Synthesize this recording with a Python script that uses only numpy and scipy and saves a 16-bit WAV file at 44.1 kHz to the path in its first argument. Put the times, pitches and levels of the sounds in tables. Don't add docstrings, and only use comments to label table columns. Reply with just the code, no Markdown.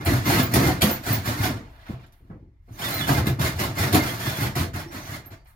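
import sys
import numpy as np
from scipy import signal
from scipy.io import wavfile
from scipy.ndimage import uniform_filter1d

SR = 44100
rng = np.random.default_rng(int(sys.argv[2]) if len(sys.argv) > 2 else 0)


def amplitude_ratio(level_db):
    exponent = np.asarray(level_db, float) / 20
    return 10 ** exponent


def to_wav(s):
    ch = np.atleast_2d(s).T
    pcm = np.round(np.clip(ch, -1, 1) * 32767)
    wavfile.write(sys.argv[1], SR, pcm.astype(np.int16))


N = 245146

# (full depth [s], rise [s], hold [s], fall [s], scrape level [dB])
FIRST_RUN_BITES = [(0.0, 0.14, 0.11, .05, -46.5), (0.042, 0.0018, 0.009, .05, -56),
                   (0.057, 0.0078, 0.087, 0.18, -33), (0.265, 0.041, 0.12, 0.15, -26.5),
                   (0.5333, 0.0013, 0.15, 0.16, -29.5), (0.81, 0.0047, 0.089, 0.14, -31.5),
                   (1.068, 0.046, 0.058, 0.15, -31), (1.265, 0.043, 0.026, 0.14, -31),
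                   (1.441, 0.11, 0.0033, 0.14, -29), (1.61, .05, 0.011, 0.96, -58),
                   (1.891, 0.12, 0.017, 0.12, -50), (2.028, 0.091, .005, 0.042, -56.5),
                   (2.12, 0.034, 0.044, 0.16, -82), (2.26, .15, .08, .12, -72),
                   (0.526, 0.037, .005, .03, -34)]
# (full depth [s], rise [s], hold [s], fall [s], scrape level [dB])
SECOND_RUN_BITES = [(2.686, 0.0047, .02, 0.18, -63.5), (2.789, 0.0051, 0.039, 0.035, -38.5),
                    (3.172, 0.011, 0.0044, 0.042, -28), (2.841, 0.082, 0.2, 0.071, -33.5),
                    (3.068, .002, 0.069, 0.19, -33), (3.266, 0.034, 0.0029, 0.092, -34.5),
                    (3.393, 0.0038, 0.028, 0.13, -33.5), (3.45, 0.05, 0.0075, 0.12, -29.5),
                    (3.594, 0.034, 0.0091, 0.16, -28), (3.782, 0.035, 0.029, 0.25, -29),
                    (3.925, 0.0062, 0.034, 0.092, -25.5), (4.023, 0.066, 0.071, 0.22, -34.5),
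                    (4.245, 0.14, 0.052, 0.096, -32.5), (4.409, 0.13, 0.033, 0.11, -31),
                    (4.554, 0.0063, 0.061, 0.088, -33), (4.735, 0.0049, 0.064, 0.1, -40.5),
                    (4.925, 0.035, 0.046, 0.14, -41.5), (5.131, 0.19, 0.0085, 0.095, -38),
                    (5.24, .02, 0.0077, 0.077, -54.5), (5.305, 0.0032, 0.008, 0.11, -50),
                    (5.36, 0.04, 0.08, .2, -69), (5.454, .003, 0.047, 0.15, -63)]
# (time [s], flex [dB])
ROOF_FLEX = [(0.0, 26), (0.1, 16), (0.3, 12), (0.45, 14), (0.7, 16), (0.92, 9), (1.12, 9), (1.3, 8),
             (1.55, 12.5), (1.72, 9.5), (2.82, 3), (3.05, 12), (3.3, 19), (3.5, 7.5), (3.97, 13.5),
             (4.3, 7.5), (4.7, 13.5), (5.3, 7)]
# (level over the bite [dB], share of flex [dB/dB], steepness of the fall [ratio],
# lag [s], loss per dB of lighter touch [dB/dB])
LAYER_FOLLOW = [
    (-1, 0.98, 0.8, 0.013, 0.5),
    (-1.5, 0.35, 1.12, 0, 0),
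    (-2.5, -0.044, 1.78, 0.00071, 0.54),
    (0, 0.05, 1.29, 0.0011, 0.26),
]

# (frequency [Hz], level [dB per Hz])
BOOM_COLOUR = [(35, -29.5), (60, -10), (98, -2), (135, -0.5), (168, -6.5), (194, -5), (221, -11.5),
               (295, -5.5), (333, -10), (367, -12), (436, -20.5), (490, -18.5), (620, -39.5), (1060, -120)]
RASP_COLOUR = [(230, -32), (420, -18), (680, 1.5), (1100, 0.5), (1700, 0.5), (2200, -5), (3000, -11),
               (5000, -27), (12000, -75.5)]
FIZZ_COLOUR = [(5410, -23.5), (9200, -1.5), (10300, -0.5), (11900, 2.5), (14700, 1), (15900, -2.5)]
SCRAPE_COLOUR = [(900, -3), (1700, 1.5), (2500, -5.5), (3300, -4.5), (4200, -3.5), (5700, -6.5),
                 (7500, -13), (9600, -18), (14000, -36)]
# (frequency [Hz], width [Hz], level over the layer [dB])
SHEET_MODES = [(587, 18, -15.5), (670, 30, -9.5), (872, 25, -13), (1030, 49, -24), (1440, 26, -32.5),
               (2100, 60, -14)]
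# (frequency [Hz], width [Hz], level over the layer [dB])
CUP_MODES = [(3020, 160, -39.5), (3520, 70, -30), (4260, 68, -23.5), (6360, 130, -27.5), (7070, 140, -22)]

# (time [s], panel level [dB], sheet level [dB], t60 [s])
TOOL_BUMPS = [(0.819, -18, -13, 0.053), (1.62, -82, -58, 2.8), (3.935, -40, -24, 0.17),
              (1.892, -21.5, -41.5, 0.2), (2.03, -43, -75, 0.17), (2.119, -54, -69, 0.24),
              (2.201, -47.5, -73, .6), (2.295, -34.5, -51.5, 0.31), (2.322, -39, -83, 0.2),
              (2.421, -39.5, -74.5, 0.27), (2.675, -41, -53.5, 0.73), (3.081, -21, -14.5, 0.18),
              (3.386, -10, -18, 0.038), (3.6, -44, -28.5, 0.29), (3.95, -41, -18.5, 0.13),
              (4.558, -38, -24, 0.12), (0.538, -33.5, -24, .15), (0.28, -37.5, -29.5, 0.29),
              (5.258, -43, -47, 0.26), (5.305, -38, -72, 0.23)]
# (time [s], level [dB], t60 [s])
SWARF_TRICKLES = [(0.049, -24.5, 0.04), (1.7, -69, 0.42), (2.065, -77, 0.09), (2.121, -69, 0.2),
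                  (2.16, -75, 0.61), (2.705, -65.5, 0.4), (5.258, -61, .08), (5.444, -59, 0.027),
                  (5.47, -54, 0.15), (5.5, -70, 0.17)]
# (time [s], level [dB], t60 [s])
CUP_SCUFFS = [(1.62, -60, 0.73), (1.72, -60, 1.1), (1.79, -62, 0.62), (1.855, -46, 0.39), (1.95, -67, 0.18),
              (2.031, -50.5, 0.12), (2.125, -61, 0.11), (2.17, -74.5, .5), (5.459, -72, 0.26)]

# (time [s], blow level [dB])
TOOTH_JAMS = [(0.0598, -36.5), (0.5383, -1), (0.819, 3.5), (0.826, -7.5), (0.84, -9), (1.8944, -39),
              (2.0337, -62), (2.0647, -47), (2.1234, -44), (2.783, -46), (3.084, -11), (3.091, -15.5),
              (3.184, -23.5), (3.2691, -8.5), (3.396, -19), (3.7785, -36), (3.928, -9), (3.946, -2),
              (3.95, -13.5), (4.404, -22), (4.561, -39), (4.7385, -30), (5.446, -73)]
# (time [s], level [dB], ring [Hz])
FIRST_RUN_KNOCKS = [(0.057, -8, 87), (0.08, -6, 123), (0.118, -5.5, 280.6), (0.131, -3, 122.3),
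                    (0.179, -12.5, 115), (0.01, -33, 377), (0.204, -31, 296), (0.37, -14.5, 325),
                    (0.602, -6, 278), (0.83, -14.5, 390), (0.855, -11.5, 182), (0.876, -9, 209.5),
                    (1.077, -24.5, 315), (1.287, -13, 247), (1.338, -23, 291), (1.497, -14, 249),
                    (0.285, -14.5, 287), (0.32, -10, 342), (0.394, -6.5, 255), (0.538, -9.5, 192.6),
                    (0.557, -6, 236.5), (0.639, -6, 132), (0.683, -3, 298), (0.838, -2.5, 205.2),
                    (1.101, -4.5, 110.6), (1.13, -21, 111), (1.17, -16, 95.6), (0.215, -17, 105),
                    (1.274, -11.5, 107), (1.398, -6, 105), (1.44, -12.5, 286), (1.488, -15, 143.7),
                    (1.531, -15, 107.7), (1.888, -19, 126.5), (1.933, -16.5, 123.3), (2.303, -23.5, 159),
                    (2.323, -30, 213), (2.342, -36.5, 331.5)]
# (time [s], level [dB], ring [Hz])
SECOND_RUN_KNOCKS = [(2.704, -21.5, 110), (2.818, -22, 117), (2.85, -15, 110), (3.002, -20, 150),
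                     (3.096, -4, 139.5), (3.18, -15, 92), (3.207, -7, 111), (3.267, -8, 112),
                     (3.298, -5, 130), (3.397, -7.5, 141.6), (3.553, -12.5, 88.4), (3.787, -13, 95),
                     (3.8, -12, 97), (3.922, -30, 260), (3.936, -16, 413), (3.9498, -0.5, 289),
                     (3.966, -9.5, 251), (3.967, -11, 132), (4.015, -12, 122.7), (4.021, -25, 291),
                     (3.102, -11, 281), (3.182, -16.5, 319), (3.272, -26, 276), (3.295, -15.5, 269),
                     (3.405, -22.5, 248), (3.655, -21, 347), (3.827, -27, 223), (4.238, -38, 300),
                     (4.41, -23, 317), (4.62, -19.5, 337), (4.759, -28, 293), (4.969, -33, 317),
                     (4.051, -24, 115), (4.268, -19, 130), (4.414, -7.5, 121), (4.559, -8.5, 136.2),
                     (4.604, -7, 88), (4.735, -12, 90.3), (4.86, -24.5, 337), (4.901, -27.5, 330),
                     (4.944, -22, 253), (5.083, -24, 100), (5.259, -36, 93), (5.326, -26.5, 100)]

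# (time [s], level [dB], length [s])
CUP_SQUEALS = [(0.4249, -26, 0.03), (0.909, -25.5, 0.038), (1.125, -19, 0.02), (2.937, -30, 0.044),
               (5.258, -43.5, 0.028)]
# (main mode [Hz], side mode [Hz])
SQUEAL_PAIRS = [(15300, 15100), (14620, 14250), (15300, 15050), (14750, 14450), (12800, 13050)]
# (time [s], length [s], from [Hz], to [Hz], level [dB])
STEEL_WHISTLES = [(2.72, .05, 6300, 6100, -58), (2.9, .15, 2090, 2110, -41), (3.148, .028, 2100, 2100, -38),
                  (3.028, .03, 3000, 2950, -41), (3.085, .07, 3020, 2980, -45),
                  (4.215, .095, 3150, 3400, -46), (4.335, .055, 3350, 3420, -44),
                  (4.4, .02, 2110, 2110, -39), (4.4, .02, 1740, 1740, -39), (4.425, .035, 2060, 2030, -41),
                  (4.465, .055, 2980, 3120, -52), (5.1, .07, 7080, 7120, -57), (5.19, .07, 2120, 2100, -63),
                  (5.36, .06, 2120, 2100, -73), (5.44, .09, 850, 1000, -70), (4.25, .07, 3480, 3560, -40),
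                  (4.255, .035, 2080, 2060, -38), (4.445, .025, 3700, 3150, -43),
                  (4.865, .065, 5530, 5720, -58), (4.93, .085, 2110, 2040, -52), (5.0, .1, 6050, 6150, -51),
                  (5.11, .07, 2080, 2080, -52), (5.34, .11, 4620, 4620, -76), (5.455, .06, 4350, 4280, -73),
                  (4.085, .025, 3300, 3280, -39), (3.455, .025, 2110, 2110, -37),
                  (3.475, .02, 1760, 1750, -38), (3.61, .025, 2040, 2060, -37),
                  (3.605, .02, 1170, 1150, -37), (3.99, .03, 2100, 2110, -35)]
# (time [s], pitch [Hz], level [dB])
GEAR_WHINES = [
    [(2.808, 2700, -44), (2.822, 3100, -36), (2.834, 3570, -40), (2.852, 3660, -38), (2.868, 3510, -31),
     (2.895, 3470, -36)],
    [(2.903, 4080, -33), (2.93, 4020, -39), (2.952, 4150, -36), (2.988, 4110, -39), (3.006, 3600, -35),
     (3.02, 3420, -34), (3.035, 3450, -43), (3.085, 3550, -43)],
]

# (frequency [Hz], t60 [s])
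CABIN_DECAY = [(60, 0.72), (300, 0.33), (1000, 0.18), (4000, 0.16), (15000, 0.15)]
# (frequency [Hz], likeness [0-1])
CABIN_LIKENESS = [(60, 1), (150, 0.92), (300, 0.79), (650, 0.83), (1400, 0.034), (15000, 0.032)]
# (frequency [Hz], level [dB])
CABIN_COLOUR = [(60, -10.5), (200, -18), (500, 0), (1500, 6), (15000, 8)]
# (frequency [Hz], level [dB per Hz])
AIR_COLOUR = [(15, -32), (25, 12.5), (53, -1.5), (104, -9), (242, -34.5), (271, -32), (553, -56),
              (915, -53.5), (1600, -64), (1900, -48), (2250, -50), (2450, -67), (6000, -67.5), (7800, -100),
              (13200, -120)]
# (frequency [Hz], level [dB])
PORT_LEAN = [(300, 1.26), (700, -1.5), (1500, -1.5), (4400, -4), (8000, -0.5), (13000, -1)]
# (frequency [Hz], level [dB])
PORT_BAND = [(18, -30), (35, -5), (55, 0), (15870, 0), (15990, -60), (22000, -70)]


def saw():
    catches = chips(per_s=160, spread_db=5.0, smooth=0.61, count=2)
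    judder = amplitude_ratio(1.93 * evened(resonate(rng.standard_normal(N), 40.0, 34.0)))
    grit = judder * chips(per_s=1500, spread_db=4.0, smooth=0.44, count=3)
    boom = ringing(catches[0], BOOM_COLOUR, [])
    rasp = ringing(grit[0] + 0.088 * catches[1], RASP_COLOUR, SHEET_MODES)
    fizz = ringing(grit[1], FIZZ_COLOUR, [])
    scrape = ringing(grit[2], SCRAPE_COLOUR, CUP_MODES)
    cutting = sum(bites(*rule) * layer for rule, layer in zip(LAYER_FOLLOW, [boom, rasp, fizz, scrape]))
    panel_gain, sheet_gain = bumps()
    bumped = dulled(panel_gain * boom + sheet_gain * rasp, 2190, order=5)
    swarf = trickle(SWARF_TRICKLES) * fizz
    scuffed = dulled(trickle(CUP_SCUFFS) * scrape, 3700, order=2)
    return cutting + swarf + scuffed + bumped


def chips(per_s, spread_db, smooth, count):
    hit = rng.random(N) < per_s / SR
    size = evened(hit * amplitude_ratio(spread_db * np.minimum(rng.exponential(1, N), 4)))
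    impacts = size * rng.choice([-1., 1.], (count, N))
    return (1 - smooth) * impacts + smooth * rng.standard_normal((count, N))


def ringing(drive, points, modes):
    broad = evened(colour(drive, points))
    flexing = 1 + 0.0085 * evened(resonate(rng.standard_normal(N), 0., 16.0))
    rung = sum(amplitude_ratio(db) * evened(resonate(broad, hz * flexing, width)) for hz, width, db in modes)
    return evened(broad + rung)


def bites(over_db, share, steep, lag_s, lost):
    sag_db_per_s = 13
    grab_db, grab_s, sudden_s = 3.5, 0.052, .006
    usual_bite_db = -35
    t = np.arange(0, N, 32) / SR
    s, rise, hold, fall, db = np.transpose(FIRST_RUN_BITES + SECOND_RUN_BITES)[:, :, None]
    u = t - s - lag_s
    edges_db = -20 * np.maximum(-u, 0) / rise - 20 * steep * np.maximum(u - hold, 0) / fall
    grabbed_db = (rise < sudden_s) * grab_db * np.exp(-abs(u) / grab_s)
    held_db = grabbed_db - sag_db_per_s * np.clip(u, 0, hold)
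    touch_db = db + lost * np.minimum(db - usual_bite_db, 0)
    gain = np.linalg.norm(amplitude_ratio(touch_db + held_db + edges_db), axis=0)
    flex_db = share * np.interp(t, *np.transpose(ROOF_FLEX))
    return np.interp(np.arange(N) / SR, t, gain * amplitude_ratio(over_db + flex_db))


def bumps():
    rise_s = 0.0062
    gain, t = np.zeros((2, N)), np.arange(SR // 2) / SR
    for s, panel_db, sheet_db, t60 in TOOL_BUMPS:
        for layer, db in zip(gain, (panel_db, sheet_db)):
            add(layer, s, amplitude_ratio(db - 60 * t / t60) * np.minimum(t / rise_s, 1))
    return gain


def trickle(rows):
    rise_s = 0.0013
    gain, t = np.zeros(N), np.arange(SR // 2) / SR
    for s, db, t60 in rows:
        add(gain, s, amplitude_ratio(db - 60 * t / t60) * np.minimum(t / rise_s, 1))
    return gain


def jams():
    t60 = 0.01
    crack, t = np.zeros(N), np.arange(SR // 5) / SR
    for (s, db), noise in zip(TOOTH_JAMS, rng.standard_normal((len(TOOTH_JAMS), len(t)))):
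        add(crack, s, amplitude_ratio(db - 3.0 - 60 * t / t60) * noise)
    return colour(crack, [(200, -1.5), (1000, -4.0), (4000, 1.5), (8000, -7.5), (12000, 2.0), (16000, -7.5)])


def snaps():
    snap_db, t60 = -7.5, 0.0079
    out, t = np.zeros(N), np.arange(SR // 50) / SR
    for (s, db), noise in zip(TOOTH_JAMS, rng.standard_normal((len(TOOTH_JAMS), len(t)))):
        add(out, s, amplitude_ratio(db + snap_db - 60 * t / t60) * noise)
    return colour(out, [(200, -4.5), (1000, 9.5), (4000, -4), (8000, -4), (12000, -1.5), (16000, -8)])


def knocks():
    thud, t = np.zeros(N), np.arange(SR // 5) / SR
    for s, db, hz in FIRST_RUN_KNOCKS + SECOND_RUN_KNOCKS:
        overtone = 0.31 * np.sin(2 * np.pi * 2.5 * hz * t) * amplitude_ratio(-60 * t / 0.17)
        ring = np.sin(2 * np.pi * hz * t) + overtone
        t60 = 0.18 * (150 / hz) ** .4
        onset = np.sin(np.pi / 2 * np.minimum(t * hz / 0.84, 1)) ** 2
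        add(thud, s, amplitude_ratio(db - 3.0 - 60 * t / t60) * onset * ring)
    return thud


def squeals():
    out, t = np.zeros(N), np.arange(SR // 5) / SR
    noises = rng.standard_normal((len(CUP_SQUEALS), 2, len(t)))
    for (s, db, length), (hz, side_hz), noise in zip(CUP_SQUEALS, SQUEAL_PAIRS, noises):
        burst = np.minimum(t / .002, 1) * (.35 + amplitude_ratio(-700 * t))
        release = amplitude_ratio(-700 * np.maximum(t - length, 0))
        pair = wavering(hz, noise[0], waver_hz=89.3) + 0.8 * wavering(side_hz, noise[1], waver_hz=119.0)
        add(out, s, amplitude_ratio(db + 2.5) * burst * release * pair)
    return out


def whistles():
    edge_db = -3
    arches = [[(s, a, db + edge_db), (s + d / 2, (a + b) / 2, db), (s + d, b, db + edge_db)]
              for s, d, a, b, db in STEEL_WHISTLES]
    lines = GEAR_WHINES + arches
    out = np.zeros(N)
    for rows, noise in zip(lines, rng.standard_normal((len(lines), SR // 3))):
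        s, hz, db = np.transpose(rows)
        t = np.arange(s[0], s[-1], 1 / SR)
        line = wavering(np.interp(t, s, hz), noise[:len(t)], waver_hz=35.)
        add(out, s[0], amplitude_ratio(np.interp(t, s, db) + 7.0) * line * signal.windows.tukey(len(t), .3))
    return out


def wavering(hz, noise, waver_hz):
    tremble = evened(uniform_filter1d(noise, 130))
    flutter = amplitude_ratio(2.5 * evened(uniform_filter1d(noise[::-1], 220)))
    return np.sqrt(2) * flutter * np.sin(2 * np.pi * np.cumsum(hz + waver_hz * tremble) / SR)


def cabin(x, count=7):
    out = np.zeros((2, N))
    turn = 8.0 * count * np.arange(N) / SR
    for k in range(count):
        hz, t, z = signal.stft(rng.standard_normal((2, SR // 4)), SR, nperseg=512)
        same = np.clip(read(CABIN_LIKENESS, hz), 0, 1)[:, None]
        z = np.array([z[0], same * z[0] + np.sqrt(1 - same ** 2) * z[1]])
        decay = amplitude_ratio(-60 * t / read(CABIN_DECAY, hz)[:, None])
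        tail = signal.istft(z * decay, SR, nperseg=512)[1]
        tail = tail * np.clip(np.arange(tail.shape[1]) / SR / 0.0027, 0, 1)
        tail = tail / np.linalg.norm(tail[0])
        facing = np.sin(np.pi / 2 * np.minimum((turn - k) % count, 2))
        out = out + signal.oaconvolve((facing * x)[None], tail, axes=1)[:, :N]
    return colour(out, CABIN_COLOUR)


def still_air():
    shell_hz, shell_width_hz, shell_db, rumble_db = 2080, 350, -86, -47.5
    a, b, c, d = rng.standard_normal((4, N))
    shell = []
    for x in (c, d):
        once = resonate(x, shell_hz, shell_width_hz)
        shell.append(evened(resonate(once, shell_hz, shell_width_hz)))
    rumble = evened(colour(np.array([a + 0.065 * b, a - .12 * b]), AIR_COLOUR))
    return amplitude_ratio(rumble_db) * rumble + amplitude_ratio(shell_db) * np.array(shell)


def evened(x):
    return x / np.sqrt(np.mean(x ** 2) + 1e-20)


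def read(points, hz):
    f, value = np.transpose(points)
    return np.interp(np.log(hz + 1), np.log(f + 1), value)


def add(mix, s, sound):
    part = mix[round(s * SR):][:len(sound)]
    part += sound[:len(part)]


def colour(x, points):
    if x.ndim > 1:
        return np.array([colour(c, points) for c in x])
    gain_db = np.maximum(read(points, abs(np.fft.fftfreq(8192, 1 / SR))), -100)
    log_gain = gain_db * np.log(10) / 20
    taps = np.fft.ifft(np.exp(np.conj(signal.hilbert(log_gain)))).real[:4096]
    return signal.oaconvolve(x, taps, axes=-1)[..., :N]


def resonate(x, hz, width):
    turn = np.exp(2j * np.pi * np.cumsum(hz * np.ones(len(x))) / SR)
    r = np.exp(-np.pi * width / SR)
    return 2 * (turn * signal.lfilter([1 - r], [1, -r], x / turn)).real


def dulled(x, hz, order):
    return signal.sosfilt(signal.butter(order, hz, fs=SR, output="sos"), x)


def later(x):
    lead = 18
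    return np.pad(x, (lead, 0))[:N]


def scene():
    cut = saw() + jams() + knocks()
    whistle = squeals() + whistles()
    tool = cut + snaps() + whistle * amplitude_ratio(-2 / 2)
    bass = signal.lfilter(*signal.butter(1, 110., fs=SR), tool)
    direct = np.array([tool, bass + later(tool - bass)])
    room = cabin(cut + .24 * whistle)
    to_the_right = amplitude_ratio(-18.0) * np.array([-whistle, later(whistle)])
    return amplitude_ratio(-6.5) * (direct + room) + still_air() + to_the_right


def roll_off(x):
    return signal.sosfilt(signal.butter(12, 16640, fs=SR, output="sos"), x)


def record(dry):
    ports = [colour(c, [(hz, side * db / 2) for hz, db in PORT_LEAN]) for c, side in zip(dry, (1, -1))]
    limited = .95 * np.tanh(np.array(ports) / .95)
    hiss = amplitude_ratio(-95) * rng.standard_normal(dry.shape)
    return roll_off(colour(limited + hiss, PORT_BAND))


dry = scene()
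out = record(dry)
to_wav(out)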